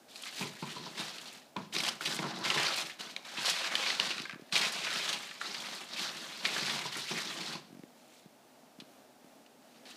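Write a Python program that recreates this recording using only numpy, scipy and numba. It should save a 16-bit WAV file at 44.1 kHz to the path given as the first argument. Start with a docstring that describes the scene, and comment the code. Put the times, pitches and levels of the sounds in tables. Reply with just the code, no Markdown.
"""Packing paper in a cardboard box

Hands pull crumpled paper about, close to one microphone in a quiet room. Creases buckle in a dense
crackle with louder snaps, the sheet drags on the box and makes its walls boom, and hands knock the box.
In the pauses, palms pat a firm vegetable over the hum of the room."""
import sys
import numpy as np
from scipy import signal
from scipy.fft import rfft, irfft
from scipy.io import wavfile
from scipy.ndimage import uniform_filter1d
from numba import njit

SR = 44100
rng = np.random.default_rng(int(sys.argv[2]) if len(sys.argv) > 2 else 0)


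def wrap_up_sound(samples):
    """Save the sound to the file named by the first command line argument, as 16-bit audio."""
    columns = np.atleast_2d(samples).T
    # keep every value between -1 and 1, then stretch to whole-number steps
    tamed = np.clip(columns, -1, 1)
    steps = np.round(tamed * 32767).astype(np.int16)
    wavfile.write(sys.argv[1], SR, steps)


N = 439236

# Levels in the tables are relative. A fade time is how long a sound takes to drop by 60 dB.
# Pulls, grabs and folds of the paper. Each row: start in seconds, length in seconds, crackle level in dB,
# its change by the end in dB, then boosts in dB for fine creases, broad folds and drag on the box.
PAPER_PULLS = [(0.087, 0.18, -58.5, 14.5, 2, -10, -19), (0.321, 0.097, -49, 12.5, 1.5, -12, -17),
               (0.514, 0.19, -51.5, 7, -1, -22, -22), (0.667, 0.34, -49, 0.5, -5.5, -7, -6.5),
               (0.977, 0.12, -39.5, -4, -4, -7, -25), (1.144, 0.21, -47.5, -1.5, 1.5, -7.5, -14.5),
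               (1.575, 0.044, -53.5, -3, -25, 9, 10.5), (1.736, 0.15, -38.5, -3, 2.5, -1.5, -10),
               (2.014, 0.017, -42.5, 0, 5.5, -6, -7.5), (2.055, 0.11, -38, -1, 1, -5, -14),
               (2.221, 0.089, -43.5, -2, -23, 4, -4), (2.344, 0.063, -44.5, -0.5, -21, 2.5, -1),
               (2.442, 0.29, -34, -0.5, -15, -3.5, -16.5), (2.76, 0.022, -34.5, 2.5, 1, -11, -17.5),
               (2.998, 0.11, -42.5, -6.5, -4, -5, -10), (3.161, 0.065, -57, -2.5, -13, 5, -14),
               (3.251, 0.24, -47.5, 14, -4, -6, -21.5), (3.444, 0.23, -41.5, 6, -23, -7.5, -22.5),
               (3.715, 0.24, -33, -1, -26, -7, -22.5), (4.002, 0.22, -34.5, -9, -22, -8, -16),
               (4.387, 0.11, -66, 0, -18, -11, 0), (4.533, 0.13, -31, -0.5, -11, -9, -18.5),
               (4.734, 0.36, -38, 4.5, -9, -8, -19), (5.124, 0.36, -38.5, -19, -3, -8, -18),
               (5.409, 0.41, -42.5, 0, -4, -6, -15), (5.887, 0.14, -51, 18, -5, -9, -15.5),
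               (6.083, 0.5, -43, 0, -5, -8.5, -16), (6.447, 0.35, -36, -2, -6, -5.5, -13.5),
               (6.842, 0.026, -40, -2, -4, -11, -16), (6.921, 0.23, -40, -1, -1.5, -14, -25),
               (7.112, 0.099, -36, -1, -5, -7.5, -33), (7.25, 0.28, -41, 0, -8, -6, -12),
               (7.976, 0.21, -68, 7, 5, -5, -4), (9.624, 0.14, -78.5, 16, -13, -14, 7),
               (9.864, 0.11, -52.5, -0.5, 0, -13, -17)]
# The tone of the paper sheet. Each row: frequency in Hz, level in dB.
SHEET_TONE = [(590, -22.5), (1000, -14.5), (1900, -9), (4200, -3.5), (6000, -10), (8600, -17), (12000, -25),
              (16000, -37)]
# Single creases buckling. Each row: start in seconds, level in dB, pitch in Hz, fade time in seconds.
CREASE_SNAPS = [(0.1584, -30, 4360, 0.051), (0.2236, -30, 7300, 0.021), (0.236, -25.5, 3380, 0.025),
                (0.394, -24.5, 4420, 0.026), (0.426, -25, 2300, 0.068), (0.6274, -28.5, 2400, 0.033),
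                (0.993, -26.5, 3750, 0.24), (1.183, -27, 3900, 0.032), (1.5649, -25, 2430, 0.031),
                (1.726, -31, 3010, 0.08), (1.75, -21.5, 3820, 0.086), (1.765, -16, 3470, 0.02),
                (1.783, -22, 5050, 0.077), (1.803, -17, 3670, 0.035), (1.836, -16, 4600, 0.045),
                (1.849, -21, 3260, 0.056), (1.865, -18, 4240, 0.06), (1.88, -19, 4640, 0.035),
                (1.887, -15.5, 4750, 0.037), (2.009, -20, 1480, 0.013), (2.0575, -18.5, 3930, 0.13),
                (2.0745, -24, 2340, 0.03), (2.1644, -32, 7500, 0.016), (2.19, -20.5, 2100, 0.026),
                (2.227, -26, 1330, 0.038), (2.388, -33, 6500, 0.029), (2.45, -20.5, 2210, 0.19),
                (2.502, -14, 2780, 0.025), (2.5748, -20.5, 1810, 0.23), (2.631, -16, 4630, 0.04),
                (2.6683, -17, 3770, 0.015), (2.7102, -29, 3570, 0.028), (2.743, -18, 4300, 0.015),
                (2.7691, -35, 8550, 0.04), (2.814, -20, 5000, 0.014), (2.826, -36, 5500, 0.016),
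                (2.898, -28, 3200, 0.11), (3.008, -24.5, 4200, 0.061), (3.164, -18.5, 3850, 0.015),
                (3.37, -26.5, 2670, 0.23), (3.455, -19.5, 4600, 0.49), (3.4966, -17, 5700, 0.065),
                (3.754, -8, 3010, 0.017), (3.863, -18.5, 2430, 0.032), (3.903, -16, 2000, 0.027),
                (3.999, -9, 2920, 0.016), (4.106, -19, 2700, 0.1), (4.181, -16.5, 2440, 0.012),
                (4.198, -22, 2500, 0.027), (4.219, -22, 4360, 0.018), (4.254, -22.5, 1620, 0.031),
                (4.2958, -22.5, 1520, 0.023), (4.3096, -27, 2270, 0.02), (4.3205, -34, 2300, 0.019),
                (4.3278, -28, 1560, 0.037), (4.345, -31.5, 1490, 0.016), (4.413, -42, 4525, 0.02),
                (4.494, -43, 1770, 0.032), (4.5246, -14.5, 4100, 0.029), (4.541, -25, 4270, 0.072),
                (4.555, -11, 3620, 0.038), (4.5637, -9, 2460, 0.022), (4.577, -24, 4060, 0.029),
                (4.613, -16, 4400, 0.044), (4.6214, -19.5, 1910, 0.18), (4.722, -30, 8500, 0.061),
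                (4.869, -19.5, 1720, 0.077), (4.9352, -31, 8000, 0.03), (4.958, -16, 1620, 0.022),
                (4.976, -24, 4630, 0.02), (5.1285, -18.5, 4160, 0.1), (5.312, -28.5, 1800, 0.034),
                (5.4139, -19.5, 1400, 0.02), (5.545, -22, 2870, 0.053), (5.935, -29, 3880, 0.049),
                (6.4526, -11, 2170, 0.034), (6.4596, -16.5, 3860, 0.029), (6.564, -24, 1620, 0.066),
                (6.664, -22, 4300, 0.22), (6.695, -23, 3330, 0.12), (6.841, -30, 2610, 0.046),
                (6.9539, -22, 1400, 0.039), (6.9694, -29.5, 7800, 0.06), (7.177, -23.5, 1890, 0.14),
                (8.801, -30, 3760, 0.048), (9.4627, -43, 2840, 0.028), (9.855, -37, 2900, 0.041)]
# Blows on the box. Each row: start in seconds, level in dB, hardness in dB,
# fade time of the rattling flaps in seconds.
BOX_KNOCKS = [(0.41, -30.5, -8.5, 0.27), (0.625, -32.5, -3.5, 0.16), (0.764, -43.5, 4, 0.13),
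              (0.865, -42.5, 0, 0.14), (0.996, -39, 4, 0.046), (1.562, -31, -2.5, 0.17),
              (2.074, -32.5, -18, 0.11), (2.191, -21, -12, 0.052), (2.24, -45, 12.5, 0.25),
              (2.409, -37, -2, 0.093), (2.458, -46, 8, 0.15), (2.56, -34, 3, 0.23),
              (3.382, -44, 8.5, 0.085), (3.994, -38, 3.5, 0.071), (4.529, -33.5, 1.5, 0.044),
              (4.606, -40, 0, 0.23), (4.959, -34, -16, 0.056), (6.62, -28.5, -24, 0.041),
              (6.855, -46, 9, 0.086), (6.961, -37.5, -4, 0.26), (7.109, -34, -23, 0.36),
              (7.552, -33.5, -7, 0.074)]
# The notes the box walls ring at. Each row: pitch in Hz, level in dB, fade time in seconds.
BOX_NOTES = [(165, -6.5, 0.06), (220, -4.5, 0.044), (349, -9, 0.046), (420, -6, 0.026), (648, -9, 0.03),
             (890, -11, 0.04), (988, 1.5, 0.027), (1080, -13.5, 0.022), (1330, -10, 0.039)]
# The vegetable meeting paper and palms. 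Each row: start in seconds, level in dB, pitch in Hz.
VEGETABLE_PATS = [(4.201, -33.5, 239), (4.235, -41, 298), (4.333, -35, 180), (4.358, -37.5, 264),
                  (4.395, -40, 358), (4.42, -38.5, 228), (7.705, -44, 224), (7.7272, -38.5, 240),
                  (7.7485, -38.5, 230), (7.77, -42, 260), (7.793, -36.5, 220), (7.8354, -35.5, 280),
                  (8.258, -39, 204), (8.787, -40.5, 230), (8.82, -40, 256), (9.244, -45, 258)]
# The tone of the background hum and hiss. Each row: frequency in Hz, level in dB.
HUM_TONE = [(60, -40), (115, -35), (145, -7.5), (190, -12.5), (255, 0), (330, -8), (480, -9), (640, -4.5),
            (870, -8.5), (1000, -14.5), (1400, -15.5), (2000, -19.5), (5000, -22), (15500, -30)]

GRAB_DB_PER_S, SETTLE_DB_PER_S = 1500, 155  # how fast the crackle starts, and dies after letting go
ROOM_FADE_S, ROOM_DB, HUM_DB = 0.59, -14, -59.5


def paper():
    """Pulled paper rustles, its fine creases and broad folds crackle, and its drag makes the box boom."""
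    effort, fine_gain, fold_gain, drag_gain = pulls()
    moving = np.minimum(effort / undb(-54.5), 1) ** 2  # a nearly still sheet neither folds nor drags
    surge = undb(1.1 * wander(25))
    slide = undb(0.5 * wander(63)) * noise()
    # The flat patches between creases ring briefly.
    panels = unit(crackle(300, spread_db=1.32, lo_hz=1089, hi_hz=6100, sharpness=11.6, fade_s=0.072))
    creases = unit(crackle(450, 4.1, 1100, 15400, 0.69, 0.043))
    rustle = surge * (creases + undb(-4.5) * panels + undb(-1.5) * slide)
    sheet = shape_tone(rustle, SHEET_TONE)
    for lo_hz, hi_hz in ((900, 2580), (1900, 2760), (3400, 6800)):  # the tone shifts as the sheet bends
        sheet = sheet + (undb(1.7 * wander(20)) - 1) * band(sheet, lo_hz, hi_hz)
    sheet = sheet / np.std(band(sheet, 1500, 6000))
    fine = unit(band(crackle(400, 4.1, 3800, 8100, 3.3, 0.04) + undb(-27) * rustle, 5960, 14000))
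    folds = unit(band(surge * crackle(500, 1.9, 455, 1400, 0.51, 0.029), 548, 2130))
    scrape = crackle(150, 0.89, 214, 435, 2.3, 0.0092)
    drag = unit(band(box_walls(scrape), 130, 1130))
    return (undb(-2) * effort * sheet + undb(-12) * fine_gain * fine
            + moving * (undb(-3.5) * fold_gain * folds + drag_gain * drag))


def pulls():
    """Loudness of sheet, fine creases, folds and drag: each pull grabs, drifts in level, then settles."""
    t, power = np.arange(0, N, 32) / SR, 1e-12
    for start, length, db, change_db, *boosts_db in PAPER_PULLS:
        drift = change_db * np.clip((t - start) / length, 0, 1)
        grab = GRAB_DB_PER_S * np.maximum(start - t, 0)
        settle = SETTLE_DB_PER_S * np.maximum(t - start - length, 0)
        layers_db = db + drift - grab - settle + np.array([0, *boosts_db])[:, None]
        power = power + undb(2 * layers_db)
    return [np.interp(np.arange(N) / SR, t, np.sqrt(layer)) for layer in power]


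def crackle(per_second, spread_db, lo_hz, hi_hz, sharpness, fade_s):
    """Creases give way at random moments: many small, few large, each with its own pitch."""
    gap_dice, pitch_dice, size_dice, fade_dice = rng.random((16000, 4)).T
    start = np.cumsum(-np.log(1 - gap_dice)) / per_second
    hz = lo_hz * (hi_hz / lo_hz) ** pitch_dice
    size = undb(-spread_db * np.log(1 - .98 * size_dice)) * (start < N / SR)
    return bursts(start, size, hz, hz / sharpness, fade_s * (.5 + fade_dice), noise(), click=12.7)


def snaps():
    """A loud crease cracks and rings two neighbouring patches of paper; small ones add a high tick."""
    start, db, hz, fade_s = np.transpose(CREASE_SNAPS)
    each = np.ones(len(start))
    ring = bursts(start, undb(db - 10.5), hz, hz / 6.9, fade_s, noise(), click=4.2)
    # Small patches lie beside larger ones.
    beside_hz = hz * (1.34 + 0.36 * rng.random(len(start))) ** np.sign(3000 - hz)
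    ring += bursts(start, undb(db - 13.5), beside_hz, beside_hz / 5.8, fade_s, noise(), click=4.4)
    crack = bursts(start, undb(db - 7), 0.94 * hz, 0.5 * hz, 1.18 * fade_s, noise(), click=1.0)
    tick_size = undb(db - 13) * (hz / 6000) ** 2.85
    tick = bursts(start, tick_size, 9000 * each, 7000 * each, 1.03 * fade_s, noise(), click=1.7)
    return band(ring + undb(-6.5) * crack, 360, 5800) + band(tick, 3700, 10800)


def knocks():
    """A blow on the box is a soft push plus a sharp tick; harder blows bring out the higher notes."""
    start, db, hard_db, fade_s = np.transpose(BOX_KNOCKS)
    each = np.ones(len(start))
    push = bursts(start, undb(db - 38.5), 310 * each, 300 * each, fade_s, noise(), click=4.1)
    tick_size = undb(db + hard_db - 30.5)
    tick = bursts(start, tick_size, 1000 * each, 1500 * each, 0.77 * fade_s, noise(), click=5.3)
    return box_walls(push + tick) + undb(-15) * tick


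def box_walls(force):
    """Knocked or scraped, the cardboard walls ring at their own notes."""
    out = 0
    for hz, db, fade_s in BOX_NOTES:
        ring_step = np.exp(2j * np.pi * hz / SR - np.log(1000) / (fade_s * SR))
        out = out + undb(db) * signal.lfilter([1], [1, -ring_step], force).imag
    return out


def pats():
    """Each pat on the vegetable is a short, soft thud with a light tick of contact."""
    thuds, t = np.zeros(N), np.arange(1500) / SR
    rise_and_fall = (1 - np.exp(-t / 0.00092)) * np.exp(-t / 0.0022)
    for start, db, hz in VEGETABLE_PATS:
        i = int(start * SR)
        thuds[i:i + len(t)] += undb(db + 6.5) * rise_and_fall * np.sin(2 * np.pi * hz * t)
    start, db, hz = np.transpose(VEGETABLE_PATS)
    ticks = bursts(start, undb(db - 16), 7 * hz, 7.3 * hz, np.full(len(start), .015), noise(), click=3.0)
    return thuds + ticks


def room_echo(x):
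    """A small furnished room gives a blurred echo that gets duller as it dies."""
    t = np.arange(SR // 2) / SR
    bright = rng.standard_normal(len(t))
    dull = signal.lfilter([.15], [1, -.85], bright)
    fade = undb(-60 * t / ROOM_FADE_S)
    tail = (dull * fade + 0.5 * bright * fade ** 2) * (t > .004)
    return undb(ROOM_DB) * signal.fftconvolve(x, tail / np.sqrt(np.sum(tail ** 2)))[:N]


def hum():
    """The room hums and the microphone hisses, wavering a little in level."""
    return undb(HUM_DB + 0.89 * wander(5.2)) * unit(shape_tone(noise(), HUM_TONE))


@njit
def bursts(start, size, hz, width_hz, fade_s, hiss, click):
    """Each burst is a click and a dying hiss ringing at one pitch; a narrow width gives a purer note."""
    out = np.zeros(len(hiss))
    for k in range(len(start)):
        damping = np.exp(-np.pi * width_hz[k] / SR)
        ring_step = damping * np.exp(2j * np.pi * hz[k] / SR)
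        fade = np.exp(-np.log(1000) / (fade_s[k] * SR))
        gain, ring = size[k] * np.sqrt(1 - damping ** 2), 0j
        first = int(start[k] * SR)
        for i in range(first, min(len(out), first + int(fade_s[k] * SR))):
            ring = ring * ring_step + gain * (hiss[i] + click * (i == first))
            gain *= fade
            out[i] += ring.real
    return out


def shape_tone(x, table):
    """Turn frequencies up or down to follow a tone table."""
    hz, db = np.transpose(table)
    log_gain = np.interp(np.log(np.arange(1, 2050) * SR / 4096), np.log(hz), db) * np.log(10) / 20
    by_delay = irfft(log_gain)
    by_delay[1:2048] *= 2
    by_delay[2049:] = 0  # so ringing comes after a click, never before
    return signal.fftconvolve(x, irfft(np.exp(rfft(by_delay))))[:N]


def wander(per_second):
    """Glide from one random value to the next, mostly between -1 and 1."""
    hold = int(SR / per_second)
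    return uniform_filter1d(np.repeat(rng.standard_normal(N // hold + 1), hold), hold // 2)[:N]


def band(x, lo_hz, hi_hz):
    return signal.sosfilt(signal.butter(2, [lo_hz, hi_hz], "bandpass", fs=SR, output="sos"), x)


def noise():
    return rng.standard_normal(N)


def undb(db):
    return 10 ** (np.asarray(db) / 20)


def unit(x):
    return x / np.sqrt(np.mean(x ** 2))


def scene():
    """Paper and box with their echo, plus pats and hum, the same in both channels."""
    near = paper() + snaps() + knocks()
    return np.tile(near + room_echo(near) + pats() + hum(), (2, 1))


def record(dry):
    """The microphone drops the deep bass and adds its own faint rumble; the highest treble is cut."""
    thinned = signal.sosfilt(signal.butter(5, 135, "highpass", fs=SR, output="sos"), dry)
    rumble = undb(-86.5) * unit(band(noise(), 61, 157))
    return signal.sosfilt(signal.ellip(10, .2, 70, 15450, fs=SR, output="sos"), thinned + rumble)


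dry = scene()
out = record(dry)
wrap_up_sound(out)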